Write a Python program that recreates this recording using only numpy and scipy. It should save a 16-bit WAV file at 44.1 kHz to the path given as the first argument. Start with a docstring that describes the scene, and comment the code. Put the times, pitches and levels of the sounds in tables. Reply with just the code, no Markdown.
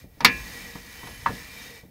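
"""Drive shaft slack, close under a car.

The shaft is turned to and fro. The slack in its joint closes with a tick and a sharp steel clunk
that overloads the microphone. The shaft then turns with a rubbing hiss that rings in the same steel;
a duller knock and a few soft bumps follow before it stops. Suspension thuds and outdoor air lie below."""
import sys
import numpy as np
from scipy import signal
from scipy.io import wavfile
from scipy.ndimage import uniform_filter1d

SR = 44100
rng = np.random.default_rng(int(sys.argv[2]) if len(sys.argv) > 2 else 0)


def digitize_waveform(pressure):
    """Quantize a signal to 16-bit integers and store it at the path in sys.argv[1].

    Rows of a 2-D input are taken as channels; values are limited to [-1, 1].
    """
    field = np.atleast_2d(pressure).T
    bounded = np.clip(field, -1, 1)
    quanta = np.round(bounded * 32767).astype(np.int16)
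    wavfile.write(sys.argv[1], SR, quanta)


N = 83790
TIME_S = np.arange(N) / SR

# modes of shaft and hub: pitch_hz, struck_db, t60_s, rubbed_db
STEEL_MODES = [(475, -6, .25, -7), (805, -6, .15, -24), (913, 0, .1, -14), (1050, -13, .62, -18),
               (1189, 2, .12, -16), (1277, 0, .1, -20), (1406, 0, .1, -20), (1691, 0, .42, -6),
               (1780, 2, .24, -7), (1913, -8, .25, -2), (1945, 2, .25, -1), (2012, -2, .23, -9),
               (2253, 6, .17, -11), (2301, 2, .27, -3), (2406, 2, .46, -2), (2638, -7, .5, -12),
               (2790, -5, .23, -15), (3613, -2, .11, -16), (4535, 4, .1, -16), (4617, 4, .09, -18),
               (4770, -2, .1, -13), (5173, 0, .1, -12), (6445, -16, .25, -8), (8260, -14, .06, -15),
               (9560, -12, .03, -10), (11370, -5, .08, -17), (14100, -18, .04, -15)]
# friction spectrum: freq_hz, density_db
RUB_SPECTRUM = [(300, -15), (390, -21), (500, -10.5), (650, -14.5), (950, -10.5), (1400, -16), (2000, -7),
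                (2800, -16), (3800, -13.5), (5000, -14), (6400, -16.5), (7600, -22), (10300, -22),
                (11800, -19.5), (15500, -20.5)]


def from_db(db):
    """Decibels to gain."""
    return 10 ** (np.asarray(db) / 20)


def unit_rms(x):
    """Scale to rms 1."""
    return x / np.sqrt(np.mean(x ** 2) + 1e-20)


def level_curve(points):
    """Gain over time from (time_s, level_db) points."""
    return from_db(np.interp(TIME_S, *np.transpose(points)))


def at_hz(points, hz):
    """Read (freq_hz, value) points on a log-frequency axis."""
    freqs_hz, values = np.transpose(points)
    return np.interp(np.log(hz), np.log(freqs_hz), values)


def ring(drive, hz, t60_s):
    """One mode: a unit click starts a decaying sine of height 1."""
    r, w = from_db(-60 / (t60_s * SR)), 2 * np.pi * hz / SR
    return signal.lfilter([0, np.sin(w)], [1, -2 * r * np.cos(w), r * r], drive + 1e-18)


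def bands(spectrum):
    """Third-octave noise bands that sum to rms 1: centres_hz, signals."""
    edges_hz = 22 * 2 ** (np.arange(30) / 3)
    centres_hz = np.sqrt(edges_hz[:-1] * edges_hz[1:])
    white = rng.standard_normal((2, N))
    above_oct = np.maximum(np.log2(centres_hz / spectrum[-1][0]), 0)
    below_oct = np.maximum(np.log2(spectrum[0][0] / centres_hz), 0)
    gains = from_db(at_hz(spectrum, centres_hz) - 24 * above_oct - 12 * below_oct)
    parts = np.zeros((len(gains), N))
    for k, gain in enumerate(gains):
        bandpass = signal.butter(2, edges_hz[k:k + 2], "band", fs=SR, output="sos")
        parts[k] = gain * signal.sosfilt(bandpass, white[k % 2])
    return centres_hz, parts / parts.sum(0).std()


def noise(spectrum):
    """Coloured noise, rms 1."""
    return bands(spectrum)[1].sum(0)


def blow(start_s, rise_s, t60_s):
    """Impact envelope: linear rise, exponential decay."""
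    age_s = np.maximum(TIME_S - start_s, 0)
    decay_db = -60 * np.maximum(age_s - rise_s, 0) / t60_s
    return np.minimum(age_s / rise_s, 1) * from_db(np.maximum(decay_db, -200))


def click(start_s):
    """Unit impulse."""
    return 1. * (np.arange(N) == int(start_s * SR))


def strike(modes, start_s):
    """Click into (pitch_hz, level_db, t60_s) modes of alternating sign."""
    return sum((-1) ** k * from_db(db) * ring(click(start_s), hz, t60_s)
               for k, (hz, db, t60_s, *_) in enumerate(modes))


def clunks():
    """Steel meets steel: the housing crashes, treble dying first, and the shaft rings on."""
    # joint contacts: start_s, level_db, lowpass_hz
    contacts = [(.2058, -30, 11830), (0.2472, -1, 16040)]
    # housing crash: freq_hz, density_db
    crash_spectrum = [(60, -33.5), (130, -11.5), (300, -9.5), (600, -19), (900, 0), (1400, -3.5), (2300, 2),
                      (3000, -6), (4700, 3), (6000, -14.5), (8000, -24), (11300, -14.5), (15500, -17.5)]
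    # housing decay: freq_hz, t60_s
    crash_decay = [(120, 0.65), (450, 0.19), (1000, 0.12), (2200, 0.15), (4500, 0.083), (8000, 0.065),
                   (14000, .065)]
    rise_s, out = 0.00036, 0
    centres_hz, parts = bands(crash_spectrum)
    for start_s, db, lowpass_hz in contacts:
        crash = sum(part * blow(start_s, rise_s, at_hz(crash_decay, hz))
                    for hz, part in zip(centres_hz, parts))
        crack = from_db(2) * parts.sum(0) * blow(start_s, rise_s, t60_s=0.024)
        clunk = from_db(-6.5) * (crash + crack) + from_db(-22) * strike(STEEL_MODES, start_s)
        lowpass = signal.butter(1, lowpass_hz, fs=SR)
        out += from_db(db) * signal.lfilter(*lowpass, clunk)
    return out


def knocks():
    """Cushioned contacts: a hollow ring over a dull burst, with a tick where bare metal touches."""
    # knocks of the slack: start_s, level_db, rise_s, tick_db
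    contacts = [(.2045, -12, 0.0014, -40), (.228, -29, 0.0025, -38), (0.753, -24, 0.0037, -40),
                (1.028, -25, 0.006, -30), (1.071, -25, 0.0013, -6), (1.2598, 0.5, 0.00088, -33)]
    # hollow ring: pitch_hz, level_db, t60_s
    hollow_modes = [(735, -26, .06), (932, -14, .08), (1056, -19, .075), (1190, -20, .075),
                    (1290, -26, .05), (1696, -29, .18), (1787, -29, .18), (1950, -30, .12),
                    (2638, -39, .15), (4170, -43, .15)]
    # dull burst: freq_hz, density_db
    burst_spectrum = [(120, -10), (260, -2.5), (480, -16), (900, 8), (1250, 1), (1800, -3.5), (2800, -16.5),
                      (4500, -24), (7000, -34.5)]
    # metal tick: freq_hz, density_db
    tick_spectrum = [(1500, -6), (2800, 0), (5000, -10.5), (8000, -20)]
    dull = from_db(-21.5) * noise(burst_spectrum)
    bright = from_db(-8.5) * noise(tick_spectrum)
    out = 0
    for start_s, db, rise_s, tick_db in contacts:
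        onset = np.clip((TIME_S - start_s) / rise_s, 0, 1)
        hollow = from_db(-1) * strike(hollow_modes, start_s) * onset
        burst = dull * blow(start_s, rise_s, t60_s=0.13)
        tick = from_db(tick_db) * bright * blow(start_s, rise_s, t60_s=0.029)
        out += from_db(db) * (hollow + burst + tick)
    return out


def suspension():
    """Heavy parts around the shaft shudder: thuds, boom and rumble."""
    # shudders: start_s, level_db
    shudders = [(.035, -47), (.168, -51), (0.21, -35), (.256, -30.5), (.64, -49), (0.75, -41.5),
                (1.031, -40), (1.076, -46), (1.26, -38), (1.290, -30.5), (1.829, -44.5)]
    # thud noise: freq_hz, density_db
    thud_spectrum = [(40, -21), (90, -8), (170, -0.5), (260, -3.5), (400, -11), (650, -13.5), (1200, -43.5)]
    # suspension boom: pitch_hz, level_db, t60_s
    boom_modes = [(121, -10, .22), (185, -1, .19), (240, -4, .15), (472.3, -10, 0.2)]
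    # rumble envelope: time_s, level_db
    rumble_levels = [(0, -42.5), (.1, -54.5), (.2, -55), (.3, -44), (.45, -45.5), (.56, -54), (.95, -54.5),
                     (1.12, -44), (1.24, -44), (1.33, -49), (1.58, -53), (1.72, -64), (1.9, -56)]
    # rumble noise: freq_hz, density_db
    rumble_spectrum = [(25, -17), (38, -8.5), (52, 2), (72, -8), (120, -10.5), (250, -25.5), (600, -54)]
    rise_s = 0.00705
    envelope = sum(from_db(db) * blow(start_s, rise_s, t60_s=0.2) for start_s, db in shudders)
    impulses = sum(from_db(db) * click(start_s + rise_s) for start_s, db in shudders)
    pushes = uniform_filter1d(impulses, size=30)
    boom = sum(from_db(db) * ring(pushes, hz, t60_s) for hz, db, t60_s in boom_modes)
    return envelope * noise(thud_spectrum) + boom + level_curve(rumble_levels) * noise(rumble_spectrum)


def turning():
    """Friction hisses and keeps the steel ringing; the gears drone below."""
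    # rubbing envelope: time_s, level_db
    rub_levels = [(0, -49), (.08, -69.5), (.2, -59.5), (.25, -53.5), (.32, -42.5), (.6, -41.5), (.82, -47),
                  (.97, -45), (1.1, -45), (1.2, -47), (1.36, -42), (1.5, -45.5), (1.62, -43), (1.76, -47.5),
                  (1.81, -53), (1.845, -64), (1.9, -67.5)]
    # gear drone: freq_hz, density_db
    drone_spectrum = [(60, -23.5), (118, 0), (150, -6), (210, 0), (300, -7.5), (600, -25)]
    grain_db = 0.78 * unit_rms(uniform_filter1d(rng.standard_normal(N), size=150))
    grain = from_db(grain_db)
    hiss = (from_db(-3) * noise(RUB_SPECTRUM) + from_db(-9) * fine_ring()) * grain
    steel = sum(from_db(rubbed_db) * unit_rms(ring(rng.standard_normal(N) * grain, hz, t60_s))
                for hz, _, t60_s, rubbed_db in STEEL_MODES)
    drone = from_db(-10.5) * noise(drone_spectrum)
    return level_curve(rub_levels) * (hiss + from_db(-9.5) * steel + drone)


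def fine_ring():
    """Dense high steel modes stirred by friction, rms 1."""
    friction = rng.standard_normal(N)
    pitches_hz = rng.uniform(2793, 15550, size=70)
    return unit_rms(sum(from_db(at_hz(RUB_SPECTRUM, hz)) * ring(friction, hz, t60_s=0.197)
                        for hz in pitches_hz))


def whistles():
    """Faint wavering friction tones, each swelling and fading."""
    # friction tones: pitch_hz, centre_s, half_width_s, level_db
    tones = [(198, .6, .2, -51), (1935, .57, .16, -49), (3042, 1.05, .2, -56), (11105, 1.08, .19, -58),
             (2320, 1.55, .2, -53), (3708, 1.62, .16, -57), (482, 1.72, .08, -55)]
    out = 0
    for hz, centre_s, half_width_s, db in tones:
        swell = np.exp(-((TIME_S - centre_s) / half_width_s) ** 2)
        tone = unit_rms(ring(rng.standard_normal(N), hz, t60_s=.08))
        out += from_db(db) * swell * tone
    return out


def outdoor_air():
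    """Steady, mostly low background noise."""
    # outdoor background: freq_hz, density_db
    air_spectrum = [(24, -34.5), (40, -14), (74, -3), (108, -14.5), (824, -26), (1000, -34), (2340, -39.5),
                    (8690, -40.5), (15000, -30)]
    return from_db(-58) * noise(air_spectrum)


def scene():
    """All sources at one close microphone."""
    return (clunks() + knocks() + suspension() + turning() + whistles() + outdoor_air())[None]


def record(dry):
    """Microphone overload flattens the peaks; a steep low-pass cuts the top."""
    ceiling, cutoff_hz = .73, 15700
    clipped = dry / (1 + (dry / ceiling) ** 6) ** (1 / 6)
    lowpass = signal.ellip(10, .05, 60, cutoff_hz, fs=SR, output="sos")
    return signal.sosfiltfilt(lowpass, clipped)


dry = scene()
out = record(dry)
digitize_waveform(out)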